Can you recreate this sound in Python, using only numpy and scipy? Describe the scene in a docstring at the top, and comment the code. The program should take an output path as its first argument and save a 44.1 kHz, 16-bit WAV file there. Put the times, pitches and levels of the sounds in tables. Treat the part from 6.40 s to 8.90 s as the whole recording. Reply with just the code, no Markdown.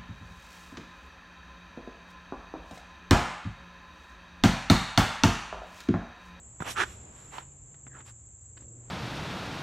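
"""Shoe slaps, gritty scuffs and one fast swish, then light steps and a squeak, over trilling crickets.
A disc thrower plants a foot on a concrete pad by a pond, drags a shoe, whips round and steps off.
Soles slap and thump, rubber rubs over sand, cloth flutters; ground and tree line scatter these sounds.
Cricket wing strokes fill one high band; a far engine hums under low rumble and moving air."""
import sys
import numpy as np
from scipy import signal
from scipy.fft import rfft, irfft, next_fast_len
from scipy.io import wavfile
from scipy.ndimage import map_coordinates

SR = 44100
rng = np.random.default_rng(int(sys.argv[2]) if len(sys.argv) > 2 else 0)


def wav_record(signal):
    """Record a signal, one row per channel, as 16-bit PCM in the file named by sys.argv[1]."""
    frames = np.transpose(np.atleast_2d(signal))
    bounded = np.clip(frames, -1, 1)
    # unit amplitude maps onto the largest positive 16-bit level
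    quanta = np.round(bounded * 32767).astype(np.int16)
    wavfile.write(sys.argv[1], SR, quanta)


N = 110250


def amp(db):
    """Decibels to gain."""
    return 10 ** (np.asarray(db) / 20)


def unit(x):
    """Scale to rms 1."""
    return x / np.sqrt(np.mean(x ** 2) + 1e-20)


def along(points, hz):
    """Interpolate (frequency, value) points on a log axis."""
    freqs, values = np.transpose(points)
    return np.interp(np.log(np.maximum(hz, 1e-6)), np.log(freqs), values)


def clock():
    """Sample times [s]."""
    return np.arange(N) / SR


def curves(rows):
    """One value per sample for each column after the time."""
    times_s, *columns = np.transpose(rows)
    return [np.interp(clock(), times_s, column) for column in columns]


def wobble(knots_per_s):
    """Smooth random curve, rms near 1."""
    knots = rng.standard_normal(int(N * knots_per_s / SR) + 4)
    return map_coordinates(knots, [clock() * knots_per_s])


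def swell(peak_s, rise_s, fall_s):
    """Bell envelope, peak 1."""
    t = clock() - peak_s
    return np.exp(-(t / np.where(t < 0, rise_s, fall_s)) ** 2)


def filtered(x, response):
    """Apply the gain response(hz)."""
    size = next_fast_len(N + SR // 2)
    return irfft(rfft(x, size) * response(np.fft.rfftfreq(size, 1 / SR)), size)[..., :N]


def noise(spectrum):
    """Coloured noise, rms 1."""
    return unit(filtered(rng.standard_normal(N), lambda hz: amp(along(spectrum, hz))))


def friction(spectrum, scale_hz=1):
    """Tiny random slips over smooth hiss, coloured, rms 1."""
    slips_per_s, slip_share = 3500, .4
    slips = unit(rng.standard_normal(N) * (rng.random(N) < slips_per_s / SR))
    drive = np.sqrt(slip_share) * slips + np.sqrt(1 - slip_share) * rng.standard_normal(N)
    return unit(filtered(drive, lambda hz: amp(along(spectrum, hz / scale_hz))))


def antiphase(x):
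    """Stereo side signal."""
    return np.array([x, -x])


def panned(x, pan_db):
    """Pan by a nominal right-over-left level; the top treble stays central."""
    ratio = amp(pan_db)
    depth = [(1200, 1.6), (2000, .8), (3800, 1.2), (5800, 0)]  # (frequency [Hz], pan factor)
    side = filtered(x, lambda hz: (ratio - 1) / (ratio + 1) * along(depth, hz))
    return x - antiphase(side)


def air():
    """Soft wash of moving air, low outdoor rumble and dull rustling."""
    # spectra (frequency [Hz], level [dB])
    wash_spectrum = [(60, -5.5), (180, 5.5), (400, -2), (800, -6), (1500, -12.5), (3000, -19), (5000, -30),
                     (12000, -39)]
    rumble_spectrum = [(15, -35.5), (28, -19.5), (45, -3), (65, 0), (95, -0.5), (140, -8.5), (220, -31),
                       (500, -65)]
    rustle_spectrum = [(60, -5), (200, 7.5), (420, 4), (650, -3), (1000, -42), (3000, -59)]
    wash_levels = [(0.0, -61), (0.25, -63), (0.36, -53), (0.9, -59), (1.22, -65), (2.12, -69), (2.37, -68),
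                   (2.5, -62.5)]  # (time [s], level [dB])
    rustles = [(1.55, 0.084, 0.096, -61), (2.279, .13, .25, -59)]  # (peak [s], rise [s], fall [s], level [dB])
    wash_db, = curves(wash_levels)
    wash = noise(wash_spectrum) + amp(-.5) * antiphase(noise(wash_spectrum))
    surge_db = 8.5 * swell(peak_s=.51, rise_s=.17, fall_s=.17)  # around the throw
    rumble = amp(-56.5 + surge_db + 1.1 * wobble(13)) * noise(rumble_spectrum)
    rustle_gain = sum(amp(db) * swell(*timing_s) for *timing_s, db in rustles)
    rustle = rustle_gain * friction(rustle_spectrum)
    return rumble + rustle + amp(wash_db + wobble(9.83)) * wash


def engine():
    """A far engine speeds up, eases off and picks up again."""
    run = [(0, 108.8, -67), (.35, 115.9, -53), (.65, 127.6, -60.5), (.95, 135.8, -58), (1.3, 141.4, -60.5),
           (1.5, 133, -55), (1.8, 110.3, -57), (2.05, 111.8, -60.5), (2.3, 116.2, -54), (2.5, 120, -52)]  # (time [s], pitch [Hz], level [dB])
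    overtones = [(2, -24), (3, -27.5)]  # (harmonic number, level [dB])
    hz, db = curves(run)
    phase = 2 * np.pi * np.cumsum(hz) / SR + .16 * wobble(25)
    tone = np.sin(phase) + sum(amp(level_db) * np.sin(k * phase) for k, level_db in overtones)
    return amp(db + .91 * wobble(11)) * unit(tone)


def far_crickets():
    """Single wing strokes stand out of a haze of far trills."""
    haze_spectrum = [(4500, -52), (5600, -28), (6300, -7.5), (6750, 0.5), (7100, 5.5), (7300, 8),
                     (7650, 11.5), (7850, -0.5), (8100, -1), (8350, -31), (8800, -56), (11000, -65.5)]  # (frequency [Hz], level [dB])
    strokes_per_s, spread_s, pitch_hz, scatter_hz = 190, .0055, 7354, 632
    haze = noise(haze_spectrum) + amp(-10.5) * antiphase(noise(haze_spectrum))
    t = np.arange(-1024, 1024) / SR
    bell = np.exp(-(t / spread_s) ** 2)
    strokes = np.zeros(N + SR)
    for when, up, down, faintness in rng.random((int(strokes_per_s * N / SR), 4)):
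        hz = pitch_hz + scatter_hz * (up - down)
        strokes[int(when * N):][:len(t)] += amp(-9 * faintness) * bell * np.sin(2 * np.pi * hz * t)
    return amp(-55.5) * haze + amp(-61) * unit(strokes[len(t) // 2:][:N])


def near_crickets():
    """Each wing stroke is a short tone that sags in pitch."""
    trills = [(.15, .3, 7785, 27, -57), (.8, .5, 7115, 27, -61), (1.45, .25, 7480, 27, -60),
              (2.2, .45, 7620, 27, -57)]  # (peak [s], spread [s], pitch [Hz], stroke rate [1/s], level [dB])
    sag_hz, drift_hz, blur_rad = 111, 45, .51
    out = np.zeros(N)
    for peak_s, spread_s, pitch_hz, strokes_per_s, db in trills:
        stroke_rate = strokes_per_s * (1 + .04 * wobble(12))
        stroke_pos = (np.cumsum(stroke_rate) / SR + rng.random()) % 1
        hz = pitch_hz - sag_hz * (stroke_pos - .5) + drift_hz * wobble(25)
        phase = 2 * np.pi * np.cumsum(hz) / SR + blur_rad * wobble(460)
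        trill = unit(np.sin(np.pi * stroke_pos) ** 4 * np.sin(phase))
        out += amp(db + 2.3 * wobble(17)) * swell(peak_s, spread_s, spread_s) * trill
    return out


def tree_echo(x):
    """Diffuse answer from the tree line; the mids die first."""
    decay = [(150, 1), (1500, 0.36), (5000, 1), (12000, 0.9)]  # (frequency [Hz], t60 [s])
    hz, t, bins = signal.stft(rng.standard_normal((2, SR)), SR, nperseg=256)
    fade = amp(-60 * t / along(decay, hz)[:, None])
    mid, side = signal.istft(bins * fade, SR, nperseg=256)[1]
    tail = np.array([mid + .316 * side, mid - .45 * side]) / np.linalg.norm(mid)
    return signal.fftconvolve(x.mean(0)[None], tail, axes=1)[:, :N]


def ground_scatter(x):
    """The ground scatters near sounds differently to each side within a few milliseconds."""
    side_spectrum = [(250, -41), (400, -28.5), (620, -8), (1100, -3), (2000, -22), (3600, -4.5),
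                     (6500, -14), (11500, 5.5)]  # (frequency [Hz], level [dB])
    delay_s, ripple_s = .003, .001

    def response(hz):
        lag_rad = 2 * np.pi * hz * delay_s + 2 * np.sin(2 * np.pi * hz * ripple_s)
        return np.exp(-1j * lag_rad) * amp(along(side_spectrum, hz))

    return antiphase(filtered(x.mean(0), response))


def squeak():
    """A sole drags with a hoarse resonance that falls as it slows."""
    peak_s, spread_s, pitch_hz, sag_hz_per_s, blur_rad = 1.56, .041, 1478, 6500, 1.5
    hz = pitch_hz - sag_hz_per_s * (clock() - peak_s)
    roughness = 1 + .58 * wobble(500)
    phase = 2 * np.pi * np.cumsum(hz) / SR + blur_rad * wobble(600)
    tone = unit(roughness * np.sin(phase))
    return panned(amp(-53) * swell(peak_s, spread_s, spread_s) * tone, pan_db=1.4)


def scuffs():
    """Rubber rubs dully on concrete while sand rolls brightly under it."""
    # (peak [s], rise [s], fall [s], rub [dB], rub centre [Hz], grit [dB], pan [dB])
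    slides = [(.224, 0.02, .016, -46, 1000, -57, 5.5), (0.279, 0.03, 0.028, -36.5, 1070, -52.5, 2),
              (0.307, 0.037, .028, -43, 2370, -40.5, 6), (.52, 0.15, 0.043, -57.5, 1400, -60, 7),
              (.80, 0.067, 0.12, -59.5, 1300, -65, 2), (0.948, 0.029, 0.067, -45.5, 1130, -58, 3),
              (1.59, .05, .035, -56, 1053, -75.5, 2), (1.688, 0.028, 0.024, -56, 1610, -61, 0),
              (2.215, 0.041, 0.036, -67, 1546, -78.5, -2), (2.49, 0.03, .05, -77, 1600, -85, -11)]
    rub_spectrum = [(.1, -10), (.3, -5.5), (.48, -7), (.72, -1), (1, -1.5), (1.35, -4), (1.9, -6.5),
                    (3, -11), (4, -20.5), (9, -63.5)]  # (multiple of the centre, level [dB])
    grit_spectrum = [(300, 0), (1500, -16), (3600, 2.5), (4700, -13.5), (5600, 6), (8500, -3.5),
                     (12000, -2.5)]  # (frequency [Hz], level [dB])
    out = np.zeros((2, N))
    for peak_s, rise_s, fall_s, rub_db, centre_hz, grit_db, pan_db in slides:
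        rub = amp(rub_db) * friction(rub_spectrum, centre_hz)
        grit = amp(grit_db) * friction(grit_spectrum)
        out += panned(swell(peak_s, rise_s, fall_s) * (rub + grit), pan_db)
    return out


def thump(start_s, hz, rise_s):
    """Soft push of two or three cycles."""
    t = np.maximum(clock() - start_s, 0)
    return (t / rise_s) ** 2 * np.exp(2 * (1 - t / rise_s)) * np.sin(2 * np.pi * hz * t)


def sole_slap(t):
    """Damped sole modes of alternating sign, varied for each landing."""
    modes = [(742, -9, 0.025), (982, -2, 0.017), (1265, -6, 0.016), (1570, -19.5, 0.032),
             (3620, -23.5, 0.042)]  # (frequency [Hz], level [dB], t60 [s])
    out = np.zeros(N)
    for k, (hz, db, t60_s) in enumerate(modes):
        envelope = amp(db + rng.normal(0, 1) - 60 * t / t60_s)
        detune = 1 + rng.normal(0, .014)
        out += (-1) ** k * envelope * np.sin(2 * np.pi * hz * detune * t)
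    return out


def grit_tick(t, corner_hz, t60_s=.04):
    """Grit cracks under a shoe: a friction burst, dulled above the corner."""
    spectrum = [(100, -16), (350, 8), (600, -5), (1500, 5.5), (3200, -1), (4600, -3.5), (6200, 0),
                (12000, -5.5)]  # (frequency [Hz], level [dB])
    burst = (t > 0) * amp(-60 * t / t60_s) * friction(spectrum)
    return filtered(burst, lambda hz: 1.36 / np.sqrt(1 + (hz / corner_hz) ** 8) + .05)


def steps():
    """Each landing slaps the sole, thumps softly and cracks a little grit."""
    # (time [s], slap [dB], thump [dB], tick [dB], tick corner [Hz], pan [dB])
    landings = [(.204, -31, -42, -34, 2338, 5.5), (0.2214, -24, -28.5, -33, 1776, 5),
                (0.9826, -28, -67, -36.5, 4105, 3.5), (1.343, -73, -84, -55, 3870, 2),
                (1.467, -53, -44, -47.5, 2700, -3), (1.475, -50, -67, -54, 2700, 14),
                (1.604, -56, -67, -47.5, 3270, -1), (1.662, -52, -67, -56, 11000, -1),
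                (2.17, -64, -73, -54, 4300, 0), (2.175, -63, -58, -49.5, 4500, 0),
                (2.221, -52.5, -51, -65, 2530, 12)]
    plant = amp(-27) * thump(start_s=.207, hz=139, rise_s=.0041)  # full weight on the front foot
    out = np.array([plant, plant])
    for start_s, slap_db, thump_db, tick_db, corner_hz, pan_db in landings:
        t = np.maximum(clock() - start_s, 0)
        slap = amp(slap_db) * sole_slap(t)
        push = amp(thump_db) * thump(start_s, hz=258, rise_s=.0017)
        tick = amp(tick_db) * grit_tick(t, corner_hz)
        out += panned(slap + push + tick, pan_db)
    return out


def throw():
    """One fast, fluttering swish of cloth and twisting shoe as the body whips round."""
    levels = [(.34, -72), (.362, -39.5), (.38, -27.5), (.39, -28.5), (.408, -23), (.422, -25.5),
              (.438, -27.5), (.452, -45.5), (.48, -62), (.52, -110)]  # (time [s], level [dB])
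    spectrum = [(59, -48.5), (100, -17), (217, -16), (378, -6.5), (520, -17), (1150, -4.5), (1370, 3),
                (1710, -3), (2130, -9.5), (2440, -9.5), (3640, -17), (4610, -26), (4900, -25), (5970, -21),
                (11500, -36.5), (15000, -68), (22000, -120)]  # (frequency [Hz], level [dB])
    start_s, flutter_hz = levels[0][0], 120
    db, = curves(levels)
    flutter_db = np.sin(2 * np.pi * flutter_hz * clock() + .59 * wobble(80))
    envelope = (clock() > start_s) * amp(db + flutter_db)
    return panned(envelope * friction(spectrum), pan_db=3)


def scene():
    """Thrower in front; crickets, engine and air behind."""
    thrower = steps() + scuffs() + squeak() + throw()
    reflections = ground_scatter(thrower) + amp(-19) * tree_echo(thrower)
    return thrower + reflections + near_crickets() + far_crickets() + engine() + air()


def record(dry):
    """Microphone pair: mono in the bass, wider above, band-limited."""
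    width = [(370, 0), (620, 1.4), (1400, 1.18)]  # (frequency [Hz], side gain)
    top_hz = 12250
    side = filtered((dry[0] - dry[1]) / 2, lambda hz: along(width, hz))
    return filtered(dry.mean(0) + antiphase(side), lambda hz: hz < top_hz)


dry = scene()
out = record(dry)
wav_record(out)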